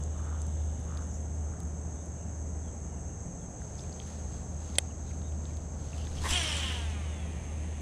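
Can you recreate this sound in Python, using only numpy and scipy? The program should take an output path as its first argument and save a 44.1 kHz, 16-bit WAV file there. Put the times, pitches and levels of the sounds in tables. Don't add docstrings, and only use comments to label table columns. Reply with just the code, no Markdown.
import sys
import numpy as np
from scipy import signal
from scipy.fft import rfft, irfft
from scipy.io import wavfile

SR = 44100
rng = np.random.default_rng(int(sys.argv[2]) if len(sys.argv) > 2 else 0)


def inscribe(sig):
    pcm = np.round(np.clip(np.atleast_2d(sig).T, -1, 1) * 32767)
    wavfile.write(sys.argv[1], SR, pcm.astype(np.int16))


N = 344421
TIME = np.arange(N) / SR

RELEASE_S, SPIN_UP_S, TOP_TURNS_PER_S = 6.235, .12, 346
OVERRUN_SHARE, OVERRUN_S, AIR_DRAG_S, BEARING_DRAG_S = .055, .04, 2.0, 2.35
PULL_RISE_S, SLACK_AT_S, SLACK_DB_PER_S = 0.073, 6.723, 44
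RATTLE_DB, RATTLE_POWER = -35.5, 1.43
HISS_DB, HISS_POWER = -37.5, 3.43
SING_DB, SING_POWER = -38.5, 1.9
JERK_S, JERK_LENGTH_S, JERK_DB, SLACK_HISS_DB = 6.3, 0.047, -40.5, -66.5
LULL_S, LULL_LENGTH_S, LULL_DB = 6.395, 0.029, -5
COAST_DB, COAST_FADE_DB_PER_S = -52, 3.5
# pitch in Hz, relative level in dB.
SPOOL_BODY = [(200, -5), (330, -4), (500, -6), (720, -2), (1000, -1.2), (1450, -2.5), (1750, 0), (2050, -2),
              (2450, 3), (2700, 3), (2950, 7), (3300, 7), (3550, 2), (4100, -6), (6000, -13), (10000, -28)]
# pitch in Hz, relative level in dB.
COAST_COLOUR = [(1000, -3), (1500, -14), (1850, -1), (2500, -0.5), (3400, -5.5), (4200, -12.5), (7000, -25),
                (9000, -7), (10200, -21), (12000, -33)]
# middle in seconds, length in seconds, centre pitch in Hz, width in Hz, level in dB.
RASPS_AND_JOLT = [(6.3, .035, 12800, 2800, -55), (6.332, 0.081, 10200, 1100, -51),
                  (6.335, .08, 7550, 1000, -43), (6.35, 0.056, 3050, 650, -35),
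                  (6.405, 0.05, 5750, 600, -41.5), (6.434, .012, 8800, 1100, -43),
                  (6.5, 0.1, 5350, 700, -47), (6.5, .014, 8250, 800, -48)]


def cast(turn_depth=0.28):
    speed = spool_speed()
    tug = .0035 * drift(150) * speed + .0025 * drift(9)
    turns = np.cumsum(TOP_TURNS_PER_S * speed * (1 + tug)) / SR
    each_turn = 1 + turn_depth * np.cos(2 * np.pi * turns)
    pull = ramp(RELEASE_S, PULL_RISE_S) * amp(-SLACK_DB_PER_S * since(SLACK_AT_S))
    lull = amp(LULL_DB * swell(LULL_S, LULL_LENGTH_S))

    rattle = amp(RATTLE_DB) * lull * pull ** 2 * speed ** RATTLE_POWER
    sing = amp(SING_DB) * lull * (pull * ramp(RELEASE_S, SPIN_UP_S)) ** 2 * speed ** SING_POWER
    whirr = amp(COAST_DB - COAST_FADE_DB_PER_S * since(SLACK_AT_S)) * ramp(SLACK_AT_S, PULL_RISE_S)
    hiss = amp(HISS_DB) * pull * speed ** HISS_POWER
    hiss += amp(JERK_DB) * swell(JERK_S, JERK_LENGTH_S)
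    hiss += amp(SLACK_HISS_DB) * ramp(RELEASE_S, PULL_RISE_S)

    out = spool_whine(turns, speed)
    out += rattle * colour(noise() * each_turn, SPOOL_BODY)
    out += sing * frame_song(speed)
    out += whirr * colour(noise() * each_turn, COAST_COLOUR)
    out += hiss * line_hiss(turns)
    for s, length, hz, width, db in RASPS_AND_JOLT:
        out += amp(db) * swell(s, length) * fuzzy_tone(hz, width)
    return out


def spool_speed():
    top_s = RELEASE_S + SPIN_UP_S
    spin_up = np.sin(np.pi / 2 * ramp(RELEASE_S, SPIN_UP_S)) ** .5
    run_down = np.exp(-since(top_s) / BEARING_DRAG_S) / (1 + since(top_s) / AIR_DRAG_S)
    return spin_up * run_down * (1 + OVERRUN_SHARE * swell(top_s, 2 * OVERRUN_S))


WHINE_DB, WHINE_POWER = -43.5, 3.3
WHINE_TOP_HZ = 4500
SETTLED_AT_S, COASTING_AT_S = 6.76, 6.96
SHAKE_TURNS, SHAKES_PER_S = .013, 110
ROCK_DB, ROCKS_PER_S, FLICKER_SHARE, FLICKERS_PER_S = 1.6, 25, .35, 70
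WHISTLE_S, WHISTLE_LENGTH_S, WHISTLE_ORDER, WHISTLE_DB = 7.18, .19, 20, -59.5
# multiple, dB at top speed, dB as the line slackens, dB once the spool coasts.
SPOOL_ORDERS = [(1, -8, -11, -14), (2, -1, -7, -12), (3, -9, -3, -4), (4, -5, -1, -4), (5, -7, -10, -6),
                (6, -7, -8, -1), (7, 2, -3, -6), (8, -6, -5, -6), (9, -2, -8, -4), (10, -3, -6, -8),
                (11, -12, -3, -7), (12, -16, -3, -6), (13, -20, -6, -9), (14, -18, -7, -8),
                (15, -18, -14, -10), (16, -20, -12, -2), (17, -24, -14, -10), (18, -24, -18, -7),
                (20, -26, -20, -14)]


def spool_whine(turns, speed):
    spinning = TIME > RELEASE_S
    stages_s = [RELEASE_S + SPIN_UP_S, SETTLED_AT_S, COASTING_AT_S]
    whine = np.zeros(N)
    for k, *stages_db in SPOOL_ORDERS:
        rock_db = ROCK_DB * (drift(ROCKS_PER_S)[spinning] - .5)
        strength = amp(np.interp(TIME[spinning], stages_s, stages_db) + rock_db)
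        strength *= 1 + FLICKER_SHARE * drift(FLICKERS_PER_S)[spinning]
        strength /= 1 + (k * TOP_TURNS_PER_S * speed[spinning] / WHINE_TOP_HZ) ** 20
        shake = SHAKE_TURNS * (speed ** 2 * drift(SHAKES_PER_S))[spinning]
        cycles = k * (turns[spinning] + shake) + rng.random()
        whine[spinning] += strength * np.sqrt(2) * np.cos(2 * np.pi * cycles)
    whine *= amp(WHINE_DB) * ramp(RELEASE_S, SPIN_UP_S) ** 2 * speed ** WHINE_POWER
    whistle = np.cos(2 * np.pi * WHISTLE_ORDER * turns)
    return whine + amp(WHISTLE_DB) * swell(WHISTLE_S, WHISTLE_LENGTH_S) * whistle


SING_HZ, SING_SAG_HZ_PER_S, SING_WIDTH_HZ, STRAND_BLUR_HZ = 3230, 400, 290, 175


def frame_song(speed):
    centre_hz = SING_HZ - SING_SAG_HZ_PER_S * since(RELEASE_S)
    song = np.zeros(N)
    for k in range(8, 16):
        hz = k * TOP_TURNS_PER_S * speed
        resonance = np.exp(-((hz - centre_hz) / SING_WIDTH_HZ) ** 2)
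        song += resonance * fuzzy_tone(hz, STRAND_BLUR_HZ)
    return song


HISS_PATCH_DB, HISS_PATCHES_PER_S = 1.3, 40
# pitch in Hz, relative level in dB.
LINE_COLOUR = [(500, -20), (1500, -7), (3000, 2.5), (4700, -3), (5600, 2), (6100, 2.5), (6800, -4),
               (7500, 4), (8300, -3.5), (9000, 1), (9700, -8.5), (10500, -8.5), (11600, -28), (13800, -26),
               (16000, -45)]


def line_hiss(turns, repeat=0.28, grain_db=2.0):
    rub = noise() * amp(grain_db * drift(450))
    turn_before = np.interp(turns - 1, turns, np.arange(N)).astype(int)
    rub = colour(rub + repeat * rub[turn_before], LINE_COLOUR)
    hz, spectrum = np.fft.rfftfreq(N, 1 / SR), rfft(rub)
    out = np.zeros(N)
    for k in range(10):
        band = irfft(spectrum * (hz // 1600 == k), N)
        out += band * amp(HISS_PATCH_DB * drift(HISS_PATCHES_PER_S))
    return out


# start in seconds, peak level in dB, brightest pitch in Hz, spread in octaves.
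BAR_BLOWS = [(4.7826, -28, 2800, 0.63), (4.7833, -19.5, 3600, 1.06), (4.7840, -9.5, 2980, 0.74),
             (4.7849, -6, 9200, 0.27), (4.7871, -23, 8800, .8), (4.7892, -30, 2200, .5),
             (4.7921, -40, 8000, .6)]


def thumb_bar():
    return knocks(BAR_BLOWS, ring=0.74, rise_s=0.0007)


# start in seconds, peak level in dB, brightest pitch in Hz, spread in octaves.
TICKS = [(.037, -33, 6960, 0.2), (.202, -46, 9000, .3), (.302, -51, 9000, .4), (.418, -30.5, 7100, 0.21),
         (.467, -39, 7500, 0.35), (.802, -47, 10000, .3), (.973, -36, 4570, 0.6), (1.069, -52, 10500, .2),
         (1.217, -52, 10500, .2), (1.603, -36, 10000, 0.91), (1.633, -47, 10500, .3),
         (1.673, -51, 10500, .2), (2.058, -44, 8000, .3), (3.618, -43, 1600, 0.16), (3.788, -47, 7500, .4),
         (3.792, -45, 4200, .5), (3.799, -47, 8500, .5), (3.807, -41, 5500, 0.13), (4.000, -36, 3150, 0.2),
         (4.018, -46, 2900, .4), (4.074, -46, 9000, .15), (4.755, -33.5, 4300, 0.82),
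         (4.759, -41, 3800, .4), (5.218, -49, 4000, .3), (5.322, -50, 2700, .2), (5.454, -43.5, 3700, 0.28),
         (5.570, -40, 5460, 1.3), (5.946, -44, 2670, 0.17), (6.070, -39, 3320, .4), (6.432, -29, 8800, .4)]


def tackle_ticks():
    return knocks(TICKS, ring=0.56, rise_s=0.0001)


# pitch in Hz, relative level in dB, seconds to fade by 60 dB before that factor.
REEL_MODES = [(527, 6, 0.02), (777, -1, 0.014), (1550, -19, 0.014), (2020, -15.5, 0.027),
              (2550, -18, 0.017), (3160, -9.5, 0.013), (3370, -2, 0.0051), (3764, -10, 0.014),
              (4460, -6.5, 0.005), (5140, -12, 0.0094), (5900, -12.5, 0.0069), (7100, -2, 0.0028),
              (8000, -0.5, 0.0037), (8650, -14.5, 0.0096), (9290, -6, 0.0057), (12000, -27, 0.0038),
              (14300, -20, 0.009)]


def knocks(rows, ring, rise_s):
    out, t = np.zeros(N), np.arange(2000) / SR
    hz, db, t60 = np.transpose(REEL_MODES)[:, :, None]
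    sign = (-1) ** np.arange(len(hz))[:, None]
    fade = amp(db - 60 * t / (t60 * ring))
    modes = sign * fade * np.sin(2 * np.pi * hz * t) * (1 - np.exp(-t / rise_s))
    for s, peak_db, bright_hz, spread_octaves in rows:
        octaves_away = np.log2(hz / bright_hz)
        blow = (modes / (1 + (octaves_away / spread_octaves) ** 2)).sum(0)
        add(out, s, amp(peak_db) * blow / abs(blow).max())
    return out


# middle in seconds, length in seconds, level in dB.
PUFFS = [(6.2, 0.13, -37), (6.315, 0.042, -31), (6.48, .25, -55)]
# middle in seconds, length in seconds, level in dB.
SWISHES = [(6.259, 0.027, -33.5), (6.3, 0.07, -42.5)]
# pitch in Hz, relative level in dB.
SWISH_COLOUR = [(250, -10), (620, -8), (950, 3), (1150, -1), (1400, -12), (1650, -3), (1900, 0),
                (2450, -15), (5000, -17), (10000, -20), (15000, -44)]


def swing():
    puff = colour(noise(), [(8, -8), (25, 0), (60, -16), (130, -18.5), (400, -33), (2000, -80)])
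    return swells(PUFFS) * puff + swells(SWISHES) * colour(noise(), SWISH_COLOUR)


WINDING_DB, SLOWS_AT_S, SLOWING_S, SLOW_DROP_DB, WINDING_FADE_DB_PER_S = -65, 1.01, .12, 6.5, 5.5
# middle in seconds, length in seconds, level in dB, gear teeth per second.
CRANKS = [(.18, 0.1, -56.5, 114), (0.315, 0.21, -53.5, 156), (0.963, 0.2, -53.5, 130),
          (1.57, .26, -60.5, 130)]
# pitch in Hz, relative level in dB.
GEARBOX_COLOUR = [(500, -44), (950, -5.5), (1280, 2), (1600, -8.5), (2100, -21.5), (3000, -28), (5000, -48)]
# pitch in Hz, relative level in dB.
WINDING_COLOUR = [(1500, -21), (2600, -6), (2980, 3.5), (3230, -4), (3500, 3.5), (4500, -12), (7200, 1.5),
                  (9400, -13.5), (11200, -20), (15000, -34)]
# middle in seconds, length in seconds, level in dB.
FIZZES = [(1.03, 0.046, -56), (1.15, .07, -52.5)]


def retrieve(tooth_sharpness=3.8):
    rasp = np.zeros(N)
    for s, length, db, teeth_per_s in CRANKS:
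        push = np.cos(np.pi / 2 * np.clip((TIME - s) / length * 1.16, -1, 1)) ** 2
        teeth = unit(abs(np.cos(np.pi * teeth_per_s * TIME)) ** tooth_sharpness)
        rasp += amp(db) * push * teeth
    winding_db = WINDING_DB - SLOW_DROP_DB * ramp(SLOWS_AT_S, SLOWING_S)
    winding_db -= WINDING_FADE_DB_PER_S * since(SLOWS_AT_S)
    line = amp(winding_db) * colour(noise() * amp(2.0 * drift(400)), WINDING_COLOUR)
    fizz_colour = [(4000, -37), (5600, -4), (7000, 8), (7800, -4), (8800, -30)]
    fizz = swells(FIZZES) * colour(noise(), fizz_colour)
    return rasp * colour(noise(), GEARBOX_COLOUR) + line + fizz


GRIP_FROM_S, GRIP_TO_S, GRIP_DB = 3.6, 6.2, -67
# middle in seconds, length in seconds, level in dB.
SLIDES = [(3.82, 0.12, -60.5), (4.1, 0.27, -58), (4.36, .11, -60.5), (4.71, 0.23, -58), (5.1, .1, -63),
          (5.49, 0.1, -64), (5.83, 0.12, -61.5), (6.0, 0.18, -54.5), (6.19, 0.14, -51), (6.245, 0.041, -44)]
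# pitch in Hz, relative level in dB.
HANDLING_COLOUR = [(900, 6.5), (2200, 0), (3400, 3), (5000, 2), (8000, 0.5), (10000, -7.5), (11500, -19),
                   (14000, -19), (16000, -34)]
# start in seconds, length in seconds, centre pitch in Hz, width in Hz, level in dB.
RUBS = [(3.779, .02, 5000, 1300, -56), (3.786, .013, 3500, 900, -58), (3.804, .007, 5350, 1000, -50),
        (3.833, .017, 2350, 650, -60), (3.924, .008, 4630, 1097, -53.5), (5.038, 0.085, 3900, 900, -66),
        (5.105, .02, 2300, 600, -61), (5.465, .012, 5400, 700, -65), (5.48, .06, 2290, 400, -68),
        (5.929, 0.0082, 2680, 896, -54), (5.96, 0.11, 2960, 700, -58.5), (6.047, .02, 3620, 499, -55),
        (6.067, 0.011, 1690, 502, -54), (6.163, 0.042, 3100, 803, -52)]


def handling(grain_db=2.0, catch_db=3.5):
    hold = level([(GRIP_FROM_S, GRIP_DB), (GRIP_TO_S, GRIP_DB)])
    sliding = np.hypot(swells(SLIDES), hold)
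    out = sliding * colour(noise() * amp(grain_db * drift(500)), HANDLING_COLOUR)
    catches = unit(amp(catch_db * drift(220)))
    for s, length, hz, width, db in RUBS:
        stroke = np.sin(np.pi * np.clip((TIME - s) / length, 0, 1))
        out += amp(db) * stroke * catches * fuzzy_tone(hz, width)
    return out


# pitch in Hz, relative level in dB.
CHORUS_COLOUR = [(4800, -32), (5700, -20.5), (5950, -13), (6180, -4), (6450, 0.5), (6700, -6.5),
                 (6950, -15), (7200, -18.5), (7450, -10.5), (7680, -4.5), (7900, -13.5), (8100, -11.5),
                 (8400, -38), (9600, -48)]
# time in seconds, level in dB.
CHORUS_LEVEL = [(0, -53.5), (3.8, -51.5), (5.8, -53.5), (6.9, -56), (7.81, -55)]
# start in seconds, end in seconds, pitch in Hz, width in Hz, level in dB.
TRILLERS = [(0, 4.65, 9370, 200, -78), (0, 2.9, 9020, 108.6, -84)]


def insects(flutter_db=0.26, wingbeats_per_s=90):
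    strokes = noise() * amp(flutter_db * drift(wingbeats_per_s))
    out = level(CHORUS_LEVEL) * colour(strokes, CHORUS_COLOUR)
    for start, end, hz, width, db in TRILLERS:
        out += level([(start, db), (end, db)]) * fuzzy_tone(hz, width)
    return out


# start in seconds, length in seconds, start pitch in Hz, end pitch in Hz, level in dB.
CHIPS = [(1.92, .13, 3500, 3650, -76), (2.15, .18, 2850, 2750, -74), (2.61, .13, 3650, 3000, -72),
         (2.88, .14, 2950, 2700, -74), (3.0, .2, 2700, 2800, -76.5), (3.38, .1, 3700, 3050, -72.5),
         (4.895, .03, 2950, 2750, -65.5), (5.23, .026, 3500, 3750, -64.5), (5.245, .06, 3760, 3740, -70)]


def birds(blur_hz=400, echo_s=.03, flutter_db=3):
    out = np.zeros(N)
    for s, length, from_hz, to_hz, db in CHIPS:
        part = np.clip((TIME - s) / length, 0, 1)
        echo = 0.11 * part * np.exp(-since(s + length) / echo_s)
        glide_hz = from_hz + (to_hz - from_hz) * part
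        out += amp(db) * (np.sin(np.pi * part) + echo) * fuzzy_tone(glide_hz, blur_hz)
    return out * amp(flutter_db * drift(45))


RUMBLE_DB = -42
HUM_HZ, HUM_WAVER_DB, HUM_WAVERS_PER_S = 77.1, 1.78, 9
# pitch in Hz, relative level in dB.
RUMBLE_COLOUR = [(20, -16), (38, -7), (56, -1.5), (68, 2.5), (90, -2), (120, -2), (200, -6), (330, -14),
                 (480, -15.5), (760, -18), (1050, -27), (1800, -33), (4000, -52), (9000, -42), (11500, -65),
                 (15000, -67)]
# time in seconds, level in dB.
HUM_LEVEL = [(0, -33), (1.4, -36.5), (2.3, -40), (3.3, -44), (4.15, -43.5), (4.6, -39.5), (5.6, -37),
             (6.8, -35), (7.81, -37.5)]
# pitch in Hz, width in Hz, level in dB.
HUM_TONES = [(56.6, 4, -53.5), (173.7, 3.01, -56), (700, 14, -70)]


def distance():
    out = amp(RUMBLE_DB) * colour(noise(), RUMBLE_COLOUR)
    waver = amp(HUM_WAVER_DB * drift(HUM_WAVERS_PER_S))
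    out += level(HUM_LEVEL) * unit(waver * np.sin(2 * np.pi * HUM_HZ * TIME))
    for hz, width, db in HUM_TONES:
        out += amp(db) * fuzzy_tone(hz, width)
    return out


def amp(db):
    return 10 ** (np.asarray(db) / 20)


def unit(x):
    return x / np.sqrt(np.mean(x ** 2) + 1e-20)


def level(rows):
    outside = since(rows[-1][0]) + np.maximum(rows[0][0] - TIME, 0)
    return amp(np.interp(TIME, *np.transpose(rows))) * np.exp(-(outside / 0.027) ** 2)


def swell(s, length):
    return .5 ** ((2 * (TIME - s) / length) ** 2)


def swells(rows):
    return sum(amp(db) * swell(s, length) for s, length, db in rows)


def since(s):
    return np.maximum(TIME - s, 0)


def ramp(s, length):
    return np.minimum(since(s) / length, 1)


def noise():
    return rng.standard_normal(N)


def drift(per_s):
    knots = rng.standard_normal(N // 16)
    return unit(np.interp(TIME * per_s, np.arange(len(knots)), knots))


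def fuzzy_tone(hz, width_hz):
    phase = 2 * np.pi * np.cumsum(hz * np.ones(N)) / SR
    return unit(drift(width_hz) * np.cos(phase) + drift(width_hz) * np.sin(phase))


def colour(x, points):
    hz, db = np.transpose(points)
    gain = amp(np.interp(np.log(np.fft.rfftfreq(N, 1 / SR) + 1), np.log(hz), db))
    return unit(irfft(rfft(x) * gain, N))


def add(mix, s, sound):
    part = mix[max(round(s * SR), 0):][:len(sound)]
    part += sound[:len(part)]


def scene():
    angler = cast() + thumb_bar() + tackle_ticks() + swing() + retrieve() + handling()
    pond = insects() + birds() + distance()
    mono = angler + pond
    return np.array([mono, mono])


def record(dry, edge_hz=15700):
    low_pass = signal.firwin(511, edge_hz, window=("kaiser", 9), fs=SR)
    return signal.oaconvolve(dry, low_pass[None], "same")


dry = scene()
out = record(dry)
inscribe(out)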